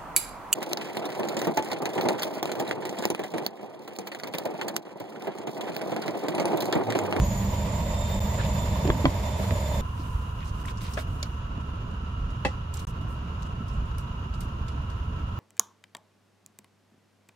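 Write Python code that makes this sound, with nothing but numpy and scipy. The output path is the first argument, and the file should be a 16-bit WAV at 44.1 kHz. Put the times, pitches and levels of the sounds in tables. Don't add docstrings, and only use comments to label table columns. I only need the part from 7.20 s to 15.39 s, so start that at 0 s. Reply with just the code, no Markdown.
import sys
import numpy as np
from scipy import signal
from scipy.fft import rfft, irfft
from scipy.io import wavfile
from scipy.ndimage import uniform_filter1d, minimum_filter1d

SR = 44100
rng = np.random.default_rng(int(sys.argv[2]) if len(sys.argv) > 2 else 0)


def pcm_store(signal):
    levels = np.round(np.clip(np.atleast_2d(signal), -1, 1) * 32767)
    wavfile.write(sys.argv[1], SR, levels.astype(np.int16).T)


def boost(x):
    u = np.asarray(x, float) / 20
    return 10 ** u


N = 361179
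MOTOR_OFF_S = 2.6098


def evened(x):
    return x / np.sqrt(np.mean(x ** 2) + 1e-20)


def read(points, hz):
    f, value = np.transpose(points)
    return np.interp(np.log(hz + 1), np.log(f + 1), value)


def along(rows, count=1):
    return np.interp(np.arange(N) / SR, np.transpose(rows)[0], np.transpose(rows)[count])


def swells(t, s, length_s, db):
    return db * np.exp(-(2 * (t - s) / length_s) ** 2)


def add(mix, s, sound, pan_db):
    part = mix[:, round(s * SR):][:, :sound.shape[-1]]
    sides = boost(np.array([[pan_db / 2], [-pan_db / 2]]))
    part += (sound * sides)[:, :part.shape[1]]


# pitch in Hz, left minus right in dB.
SIDE_LEAN = [(60, -1.5), (150, -2.0), (380, -2.5), (950, -2.5), (2380, -1.5), (7200, -3.5), (10000, 1.0),
             (15000, 3.5)]


def turbulence(tone, peaks, likeness, patchy_db, flicker_db, treble_db=0.):
    frames, hz = N // 256 + 5, np.fft.rfftfreq(1024, 1 / SR)
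    a, b, c, d, patches = rng.standard_normal((frames, 513, 5)).T
    flicker = evened(uniform_filter1d(patches[0], size=3))
    patches = uniform_filter1d(patches, size=10, axis=0)
    patches = evened(uniform_filter1d(patches, size=12, axis=1))
    resonance_db = sum(db / (1 + (2 * (hz - f) / width) ** 2) for f, width, db in peaks)
    colour_db = read(tone, hz) + resonance_db
    treble_in_time = np.resize((treble_db * np.ones(N))[::256], frames)
    treble_db = np.outer(np.clip(hz / 4000 - 1, 0, 1), treble_in_time)
    same = np.clip(read(likeness, hz), -1, 1)[:, None]
    left, other = a + 1j * b, c + 1j * d
    z = np.array([left, same * left + np.sqrt(1 - same ** 2) * other])
    z[1] /= boost(read(SIDE_LEAN, hz))[:, None]
    z *= boost(colour_db[:, None] + patchy_db * patches + flicker_db * flicker + treble_db)
    return evened(signal.istft(z, nperseg=1024, noverlap=768)[1][:, :N])


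def band_noise(length, hz, octaves):
    f = np.fft.rfftfreq(length, 1 / SR) + 1
    shared, own = rng.standard_normal(length), rng.standard_normal((2, length))
    band = np.exp(-(np.log2(f / hz) / octaves) ** 2 - (f / 17500) ** 2.4)
    return evened(irfft(rfft(shared + 2.2 * own) * band, length))


def wavering(blur_hz, steady, length):
    r = np.exp(-np.pi * blur_hz / SR)
    a, b = rng.standard_normal((2, 2, length))
    waver = signal.lfilter([1], [1, -2 * r, r * r], a + 1j * b)
    return steady + waver / np.sqrt(np.mean(abs(waver) ** 2))


def hits(events, modes, room_db=-12, crack_hz=2400, lag_s=.00018, octaves=1.1, rise_s=0.00024):
    out, t = np.zeros((2, N)), np.arange(8000) / SR
    late = np.maximum(t - np.array([[0], [lag_s]]), 0)
    for s, db, pan_db, pitch, crack_db in events:
        ring = sum(boost(m_db - 60 * late / min(t60, .15)) * np.sin(2 * np.pi * hz * pitch * late)
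                   for hz, m_db, t60 in modes)
        ring = ring * np.minimum(t / rise_s, 1)
        crack = band_noise(len(t), crack_hz, octaves) * boost(-60 * t / 0.016)
        blow = ring / abs(ring).max() + boost(crack_db) * crack
        blow = blow * np.minimum(t / 0.00025, 1)
        scatter = rng.standard_normal((2, len(t))) * boost(-60 * t / 0.095) * (t > .002)
        scatter /= np.linalg.norm(scatter[0])
        echo = signal.fftconvolve(blow, scatter, axes=1)[:, :len(t)]
        add(out, s, boost(db) * (blow + boost(room_db) * echo), pan_db)
    return out


# pitch in Hz, level in dB.
AIRFLOW_TONE = [(150, -42), (250, -12.5), (413, -8.5), (594, -1.5), (784, -11.5), (916, -1.5),
                (1390, -17.5), (1930, -15), (5940, -25), (7190, -29), (8250, -28), (14400, -27.5),
                (15700, -43)]
# pitch in Hz, width in Hz, boost in dB.
HOUSING = [(615, 86, 5.2), (940, 75, 3.4), (2090, 84, 3.3)]
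# pitch in Hz, left-right likeness (1 is equal).
MOTOR_SAME = [(60, 0.99), (130, 0.34), (290, 0.59), (640, 0.82), (1410, 0.0062), (3100, 0.2), (6820, 0.014),
              (15000, 0.02)]
SHAFT_MULTIPLES = [1, 10, 18, 34, 35, 36, 37, 38, 36, 54, 72, 73, 71, 72, 24, 25, 26]
# level against the whine in dB, blur in Hz.
SHAFT_LEVELS = [(11, 16.3), (-11.5, 32), (0.5, 60), (-38, 25), (-5.5, 30), (0.5, 80), (-11.5, 21),
                (-16, 25), (-9, 1300), (-17.5, 55), (-10, 60), (-10, 44), (-20, 46), (-13, 870), (-20, 20),
                (-23, 27), (-22, 22)]
# time in seconds, whine level in dB, half-whine against it in dB.
LOAD = [(0.0, -42.5, -17.5), (.2, -42, -18), (0.36, -46.5, -8), (.65, -46, -7), (0.95, -43.5, -3.5),
        (1.2, -44.5, -9.5), (1.4, -45, -5.5), (1.65, -48.5, -3), (1.89, -50.5, -8), (2.1, -49.5, -4.5),
        (2.35, -49, -4.5), (2.6, -47, -1)]
# time in seconds, half-whine pitch in Hz.
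SPEED = [(1.0, 3572), (1.18, 3552), (1.5, 3564), (1.75, 3568), (1.9, 3550), (2.2, 3560), (2.45, 3552),
         (2.61, 3566)]


def motor():
    slot_order, steady_hz, first_change_s = 36, 7121, 1.0035
    length = round(MOTOR_OFF_S * SR)
    t = np.arange(length) / SR
    climb = np.sin(np.pi / 2 * np.minimum(t / .9, 1)) ** 1.15
    whine_hz = np.where(t < first_change_s, 6900 + 340 * climb, 2 * along(SPEED)[:length])
    turns = np.cumsum(whine_hz / slot_order) / SR
    lines = np.zeros((2, N))
    for order, (db, blur_hz) in zip(SHAFT_MULTIPLES, SHAFT_LEVELS):
        half_whine = order == slot_order // 2
        steady = 0.7 if half_whine else (blur_hz < 100) * 0.35
        waver = wavering(blur_hz, steady, length)
        waver = waver[[0, 0]] if order < 2 else waver
        waver = waver * boost(np.array([[.5], [-.5]]) * read(SIDE_LEAN, order * steady_hz / slot_order))
        own_db = along(LOAD, count=2)[:length] if half_whine else 0
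        lines[:, :length] += boost(db + own_db) * (waver * np.exp(2j * np.pi * order * turns)).real
    air = turbulence(AIRFLOW_TONE, HOUSING, MOTOR_SAME, patchy_db=-0.05, flicker_db=1.03)
    return lines * boost(along(LOAD)) + air * boost(-35)


# start in seconds, length in seconds, level in dB, centre in Hz, width in octaves.
RUSTLES = [(1.172, 0.062, -40, 1520, 0.33), (1.169, 0.12, -41.5, 2400, 0.98),
           (3.188, 0.072, -51.5, 2320, 0.61), (3.467, 0.047, -47.5, 2400, 0.57),
           (2.767, 0.079, -58, 4500, 0.56), (3.6, 0.13, -48, 2500, 1.3), (5.538, 0.098, -53, 3000, 0.62),
           (2.621, 0.51, -61, 8000, 3.9), (3.3, 0.2, -58.5, 6000, 2.2), (5.56, .09, -62, 5000, 1.6),
           (3.228, 0.1, -53, 4940, 1.3), (3.456, 0.08, -49.5, 2970, 2), (3.59, 0.082, -49, 5000, 3.1),
           (3.68, 0.097, -52, 6000, 4.3), (3.757, 0.087, -48.5, 5000, 3.2), (3.882, .12, -65, 9000, 1.6),
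           (5.527, 0.055, -53, 7000, 1.8), (5.667, 0.057, -58, 7000, 1.4), (5.845, 0.15, -65, 11000, 1.3),
           (6.463, 0.13, -68.5, 8000, .9), (6.79, 0.047, -71, 10100, 0.31)]


def rustles():
    out, size = np.zeros((2, N)), 8192 * 3
    for s, length_s, db, hz, octaves in RUSTLES:
        noise = band_noise(size, hz, octaves)
        grain = boost(1.55 * evened(uniform_filter1d(rng.standard_normal(size), size=80)))
        length = round(length_s * SR)
        swell = signal.windows.tukey(length, .85)
        add(out, s, boost(db) * (noise * grain)[:, :length] * swell, -1.5)
    return out


# start in seconds,
# peak in dB, centre in Hz, width in octaves.
GRAINS = [(1.186, -38, 1570, .2), (1.201, -38, 1600, .2), (3.4533, -36, 1700, 0.54),
          (3.481, -33, 1300, 0.43), (3.483, -37, 2500, .6), (3.489, -38, 1200, 0.46),
          (3.4875, -43, 3200, .4), (3.499, -39, 1300, .5), (3.608, -41, 2500, 0.89),
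          (3.6166, -38, 3000, 1.2), (3.783, -38, 2800, .8), (3.8, -37, 2200, .9), (3.822, -41, 1500, .6),
          (3.889, -46, 900, 0.9), (5.54, -36, 7400, .12), (5.571, -40, 7300, .12), (5.593, -47, 7000, .2),
          (5.67, -44, 6300, .15), (6.229, -45, 6800, .15), (6.23, -50, 4900, .1), (6.783, -45, 10000, .1),
          (6.784, -46, 11900, .06), (6.783, -50, 5540, .12), (7.1395, -46, 4000, .6),
          (7.207, -40, 8700, .2), (7.207, -47, 13500, .2), (7.486, -43, 4700, .1), (7.486, -49, 7150, .08),
          (4.0285, -31, 7000, .08), (4.029, -38, 9500, 0.07), (2.308, -38, 4600, .12),
          (5.543, -40, 4000, .6), (5.5745, -42, 5000, .7), (5.597, -42, 4000, .7), (5.65, -48, 7000, .8),
          (3.739, -40, 5900, .3), (3.744, -43, 5600, .3), (3.579, -48, 4800, .3), (3.584, -48, 6500, .2),
          (6.49, -50, 5500, .15), (6.5, -51, 5400, .1), (7.213, -46, 2300, .3), (7.49, -46, 2600, .4),
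          (4.033, -36, 2300, .3), (4.029, -41, 12000, .2), (5.676, -44, 6300, .2), (3.778, -33, 700, .4),
          (3.786, -34, 600, .4), (3.484, -38, 3200, .3)]


def grains():
    out, t = np.zeros((2, N)), np.arange(2048) / SR
    for s, db, hz, octaves in GRAINS:
        fade = boost(db - 0.5 - 60 * t / 0.02)
        add(out, s, fade * band_noise(len(t), hz, octaves) * np.minimum(t / 0.0004, 1), -1.5)
    return out


# start in seconds, peak in dB, centre in Hz, width in octaves.
TICKS = [(3.2036, -48, 3880, 0.66), (3.455, -43, 6310, 1.3), (3.485, -49, 3640, 1.2),
         (3.572, -45, 5500, 0.78), (3.663, -41, 4060, 1.8), (3.7345, -36.5, 5700, 0.97),
         (4.4089, -52, 3800, 1.7), (4.711, -54, 3690, 1.5), (5.1029, -49, 3640, 1.9),
         (5.25, -30.5, 3900, 1.16), (5.538, -39.5, 7300, 2.5), (5.5685, -43, 6000, 1.4),
         (5.592, -39.5, 6300, 1.6), (5.669, -47, 6230, 1.4), (5.8107, -50, 3560, 2.6),
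         (6.222, -44, 3740, 1.4), (6.264, -52, 7000, 0.78), (6.479, -48.5, 5000, 1.6),
         (6.485, -49.5, 5600, 0.99), (6.536, -55, 5000, 1.3), (6.656, -59, 7200, .5),
         (6.781, -41, 5600, 2.1), (7.138, -46, 4700, 1.2), (7.2045, -37.5, 4930, 2.1),
         (7.481, -41.5, 3600, 1.57), (7.699, -47.5, 4500, 1.1)]


def ticks():
    out, t = np.zeros((2, N)), np.arange(6000) / SR
    tail_s = 3.16 * 0.068
    for s, db, hz, octaves in TICKS:
        fade = boost(-60 * t / .03) + boost(-5.0 - 60 * t / tail_s)
        noise = band_noise(len(t), hz, octaves) * fade
        ring = boost(-3 - 60 * t / 0.045) * band_noise(len(t), hz, .1)
        rattle = boost(2.5 * evened(uniform_filter1d(rng.standard_normal(len(t)), size=50)))
        add(out, s, boost(db - 7.0) * (noise + ring) * rattle * np.minimum(t / 0.0019, 1), -0.5)
    return out


# start in seconds, peak in dB, left minus right in dB, pitch factor, crack in dB.
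BUMPS = [
    (3.772, -24, 10, 0.86, -16),
    (3.7755, -17.5, -0.5, 0.96, -21),
    (3.79, -29, -10, 0.87, -9),
]
# pitch in Hz, level in dB, time to fade by 60 dB in seconds.
POT = [(615, -6, 0.022), (683, 5.5, 0.023), (1380, -1, 0.023), (1690, 4.5, 0.015), (2140, -5, 0.033),
       (2600, -8, 0.034), (3600, -16, 0.061)]
CLICKS = [
    (4.0282, -24.5, -3, 0.99, -1),
    (4.0308, -33, -1, 0.76, -1),
    (4.0332, -48, 0, 1.2, -1),
]
# pitch in Hz, level in dB, time to fade by 60 dB in seconds.
TONGS = [(603, 9, 0.042), (2230, 7, 0.025), (3000, 7, .025), (3430, 0, .025), (4370, -11, 0.027),
         (5000, 2, 0.025), (5600, -6, 0.025), (6300, -5, .02), (7000, 8, 0.025), (9500, -8, .02)]


def tongs():
    bumps = hits(BUMPS, POT, room_db=0.0)
    return bumps + hits(CLICKS, TONGS, room_db=-9, crack_hz=4500, octaves=0.5)


# start in seconds, peak in dB, left minus right in dB, pitch factor, crack in dB.
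KNOCKS = [
    (5.2492, -19, -.5, 1, -14),
    (5.2522, -14, -.5, 1, -12),
]
# pitch in Hz, level in dB, time to fade by 60 dB in seconds.
PLATE = [(931, -10, .05), (1140, 6, 0.04), (1420, -15, .05), (1730, 4, 0.027), (1840, 5, 0.053),
         (1900, 2, 0.086), (1975, -6, 0.1), (2040, -11, 0.13), (2290, -17, .035), (2600, 5, 0.039),
         (2650, -1, 0.096), (3200, -6, .05), (3460, -5, .06), (3957, -13, .05)]
THUMPS = [
    (5.2497, -14, -1.7, 1, -40),
]
# pitch in Hz, level in dB, time to fade by 60 dB in seconds.
BODY = [(152, 0.5, 0.083), (289, 0.5, 0.056), (410, 5.5, 0.04), (465, -5.5, 0.052), (524, 0, 0.085),
        (556, -6, 0.079), (663, -1, 0.033), (802, -0.5, 0.087), (850, -7, .07)]


def plate():
    knock = boost(2) * hits(KNOCKS, PLATE, room_db=-4, lag_s=.00008)
    return knock + boost(0.3) * hits(THUMPS, BODY, room_db=-2, lag_s=.00008, rise_s=0.0026)


# start in seconds, peak in dB, left minus right in dB, pitch factor, crack in dB.
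LID_HITS = [
    (1.8543, -5, 0, 0.99, -30),
]
# pitch in Hz, level in dB, time to fade by 60 dB in seconds.
LID = [(147, 1.5, 0.12), (268, 4.5, 0.073), (467, -10, 0.059), (630, 14.5, 0.012), (796, -2, 0.02),
       (1026, -2, 0.075), (1106, 1, 0.027), (1490, -5.5, 0.034), (1990, 0.5, 0.019), (2270, 1, 0.018),
       (3280, -0.5, 0.017), (4500, -8.5, 0.014), (5200, -17, 0.016)]
TOUCHES = [
    (1.652, -17.5, 0, 1.03, -18),
    (1.6755, -17, -4, 0.92, -13),
    (1.686, -18, -5, 0.98, -33),
    (1.693, -13, -1, 0.98, -33),
]
# pitch in Hz, level in dB, time to fade by 60 dB in seconds.
TOUCH = [(349, -6, 0.075), (390, -16, 0.036), (594, -13.5, 0.03), (2600, -26, 0.027)]
CLACKS = [
    (1.6995, -25, -8, 0.87, -30),
    (1.7012, -8, 0.5, 1.01, -21),
    (2.308, -25, -5, 1.2, -3),
]
# pitch in Hz, level in dB, time to fade by 60 dB in seconds.
CLACK = [(113, 2.5, 0.071), (376, 2, 0.016), (597, -13, 0.098), (1050, -5, 0.032), (1600, -5.5, 0.022),
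         (3320, -13, 0.026)]
THUDS = [
    (1.8445, -14, -2.2, 1, -40),
]
# pitch in Hz, level in dB, time to fade by 60 dB in seconds.
THUD = [(204, -23, 0.02), (320, 12, 0.1)]


def glass_lid():
    seat = hits(LID_HITS, LID, room_db=-10.5, crack_hz=3600, rise_s=0.001)
    touch = hits(TOUCHES, TOUCH, room_db=-24, rise_s=0.00082)
    clack = hits(CLACKS, CLACK, crack_hz=1700, rise_s=0.00049)
    return seat + touch + clack + hits(THUDS, THUD)


# pitch in Hz, left-right likeness (1 is equal).
STOVE_SAME = [(60, 1.0), (150, 1), (380, 0.78), (950, -0.19), (2380, -0.11), (5980, 0.041), (15000, -0.16)]
# pitch in Hz, level in dB.
FLAME_TONE = [(240, -30), (400, -5.5), (786, -13.5), (1020, 0), (1230, -6), (1340, -2), (1670, -13.5),
              (2160, -21), (2850, -11), (3170, -17.5), (4180, -26.5), (11200, -35), (15700, -36)]
# pitch in Hz, width in Hz, boost in dB.
BURNER = [(973, 145, 3), (1270, 36, 3.5), (2804, 64, 5), (3880, 85, 4.5), (6780, 880, 5.5),
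          (7750, 1800, -5.5), (11000, 1300, 4.5)]
# pitch in Hz, blur in Hz, level against the hiss in dB,
# change in dB while the lid is still near.
JETS = [
    (1014, 74, -21.5, 19.5),
    (1327, 27, -7.5, -24),
    (2873, 44, -13, -1),
]


def flame():
    t = np.arange(N) / SR
    lid_treble_db = -2.5 + 4.5 * np.clip((4.23 - t) / .1, 0, 1)
    hiss = turbulence(FLAME_TONE, BURNER, STOVE_SAME, patchy_db=0.37, flicker_db=0.92, treble_db=lid_treble_db)
    near = np.interp(t, (3.47, 4.2), [1, 0])
    for hz, blur_hz, db, near_db in JETS:
        whistle = (wavering(blur_hz, 0.13, N) * np.exp(2j * np.pi * hz * t)).real
        hiss = hiss + boost(db + near_db * near) * whistle
    return hiss * boost(-44)


# start in seconds, peak in dB, pitch in Hz.
BUBBLES = [(2.796, -27.5, 202), (2.989, -34, 151), (3.46, -33, 161), (3.888, -32, 151), (3.98, -29, 151),
           (4.379, -26, 162), (4.529, -33, 151), (4.67, -37, 151), (4.737, -30, 151), (4.833, -27, 151),
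           (5.776, -29, 150), (5.815, -28, 151), (5.844, -33, 152), (6.069, -34, 152), (6.14, -32, 151),
           (6.245, -26, 152), (6.406, -26, 154), (6.619, -35, 170), (6.758, -31, 162), (6.891, -32, 156),
           (6.99, -33, 151), (7.092, -34, 151), (7.253, -30, 175), (7.406, -31, 150), (7.549, -28, 159),
           (7.815, -34, 183), (7.906, -27, 151), (7.988, -39, 151)]


def bubbles():
    out, cycles, glide = np.zeros((2, N)), 1.3, .3
    for s, db, hz in BUBBLES:
        turns = np.arange(0, 3 * cycles, hz / SR)
        shape = turns / cycles * 3
        swell = np.e * shape * np.exp(-shape)
        rising_tone = np.sin(2 * np.pi * turns * (1 + glide * turns / cycles))
        add(out, s, boost(db - 3.5) * swell * rising_tone, -2.2)
    return out


# pitch in Hz, level in dB.
RUMBLE_TONE = [(8.8, -34), (15, -12), (70, 1), (194, -12.5), (337, -24.5), (372, -27), (425, -31),
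               (528, -36), (689, -26.5), (800, -35), (1040, -91), (1760, -120)]
# middle in seconds, length in seconds, lift in dB.
GURGLES = [(.3, .2, 2.5), (.6, .12, 3), (1.2, .15, 0), (1.65, .15, 3.5), (2.35, .15, -3.5), (2.75, .2, -1),
           (3.195, 0.18, -5), (3.452, 0.13, -3), (3.703, 0.13, 3.5), (4.15, 0.17, -4), (4.75, .2, 0),
           (5.45, 0.25, -6.5), (5.696, 0.13, -6), (6.2, 0.21, 2), (6.5, .2, -1.5), (6.9, .25, -2.5),
           (7.15, .15, -4.5), (7.555, .12, 2), (7.857, .15, 1)]
# middle in seconds, length in seconds, rumble lift in dB, deep throb lift in dB.
SURGES = [(0, 0.12, 9, 12.5), (1.063, 0.21, -2.5, 11.5), (1.283, 0.42, 4, -18), (1.517, 0.06, 2, 9),
          (1.7, 0.16, 6.5, -15), (2.194, 0.2, 2, -31), (2.319, 0.043, 7, 13), (2.59, 0.11, 2, 0),
          (2.96, 0.11, -2, 15), (3.316, 0.092, -5, 12.5), (3.91, 0.087, 0.5, 10), (4.387, 0.07, 3, -17),
          (5.037, 0.19, -3.5, 13.5), (5.85, 0.12, 3.5, -5), (6.584, 0.14, -1, 16), (6.755, 0.12, -4, 12),
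          (7.176, 0.18, 0.5, 7), (7.434, 0.048, -3, 16), (7.58, 0.06, 1.5, 11), (7.85, 0.38, -1.5, 8.5),
          (8.056, 0.093, 0, 7)]


def rumble():
    hz, t = np.fft.rfftfreq(N, 1 / SR), np.arange(N) / SR
    left, other = rfft(rng.standard_normal((2, N)))
    same = np.clip(read(STOVE_SAME, hz), -1, 1)
    right = (same * left + np.sqrt(1 - same ** 2) * other) / boost(read(SIDE_LEAN, hz))
    pair = np.array([left, right])
    deep = 1 / (1 + (hz / 60) ** 3.4)
    upper = 1 / (1 + (140 / (hz + 1)) ** 6)
    level_db = -35 + 5 * (t < MOTOR_OFF_S)
    gurgle_db = -1 + sum(swells(t, *row) for row in GURGLES)
    out = 0
    for share, db, column in ((1 - deep, 0, 2), (deep, -8.5, 3)):
        spectrum = pair * np.sqrt(share) * boost(read(RUMBLE_TONE, hz))
        gurgle = irfft(spectrum * upper, N) * boost(gurgle_db)
        low = evened(irfft(spectrum * (1 - upper), N) + gurgle)
        chance_swell = np.sqrt(uniform_filter1d((low ** 2).mean(0), size=3000) + .01)
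        heave_db = sum(swells(t, row[0], row[1], row[column]) for row in SURGES)
        out = out + low / chance_swell ** 0.97 * boost(level_db + db + heave_db)
    return out


def scene():
    early = np.arange(N) / SR < MOTOR_OFF_S
    low = rumble() * np.where(early, 1, -1)
    steady = low + np.where(early, motor(), flame())
    contacts = glass_lid() + plate() + tongs() + grains() + ticks()
    return steady + contacts + rustles() + bubbles()


def thin_treble(x, from_hz, weak_db, hole_db):
    hz, t, z = signal.stft(x, SR, nperseg=2048)
    power = abs(z) ** 2 + 1e-20
    band_db = 10 * np.log10(uniform_filter1d(power, size=12, axis=1) + 1e-20)
    usual_db = uniform_filter1d(band_db, size=70, axis=1)
    weak = 10 * np.log10(power) < usual_db + weak_db
    lost = weak | (band_db < np.maximum(usual_db + hole_db, -110))
    blocks = rng.random((65, z.shape[2] // 2 + 1)) < .11
    blocks = np.kron(blocks, np.ones((16, 2), bool))[:len(hz), :z.shape[2]]
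    top_db = band_db[:, (hz > 12000) & (hz < 13500)].mean(axis=(0, 1))
    burst = top_db > minimum_filter1d(top_db, size=40) + 2 * 3.5
    burst = burst | (t > 2.61) & (t < 3.27)
    lost = (lost | blocks) & ~burst
    wander = np.repeat(rng.standard_normal(z.shape[2]), 3)[:z.shape[2]]
    top_hz = 15780
    edge_hz = np.where(burst, top_hz, np.minimum(14950 + 400 * wander, top_hz))
    z = np.where(lost & (hz > from_hz)[:, None] | (hz[:, None] > edge_hz), 0, z)
    return signal.istft(z, SR, nperseg=2048)[1][:, :N]


def top_cut(x):
    return signal.sosfilt(signal.butter(12, 15810, fs=SR, output="sos"), x)


# start in seconds, end in seconds.
SILENCES = [
    (.9951, 1.0035),
    (3.4331, 3.4367),
    (5.6512, 5.6702),
]
# time in seconds, size of the jump.
JUMPS = [
    (1.0035, .03),
    (2.6098, .085),
    (5.6702, .022),
]


def record(dry):
    t = np.arange(N) / SR
    on = np.prod([(t < a) | (t >= b) for a, b in SILENCES], axis=0)
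    thinned = thin_treble(dry, from_hz=7700, weak_db=0, hole_db=-1.7)
    jump = sum(size * (t >= s) * np.exp(-abs(t - s) / .0015) for s, size in JUMPS)
    return top_cut(thinned * uniform_filter1d(on * 1., size=36) + jump)


dry = scene()
out = record(dry)
pcm_store(out)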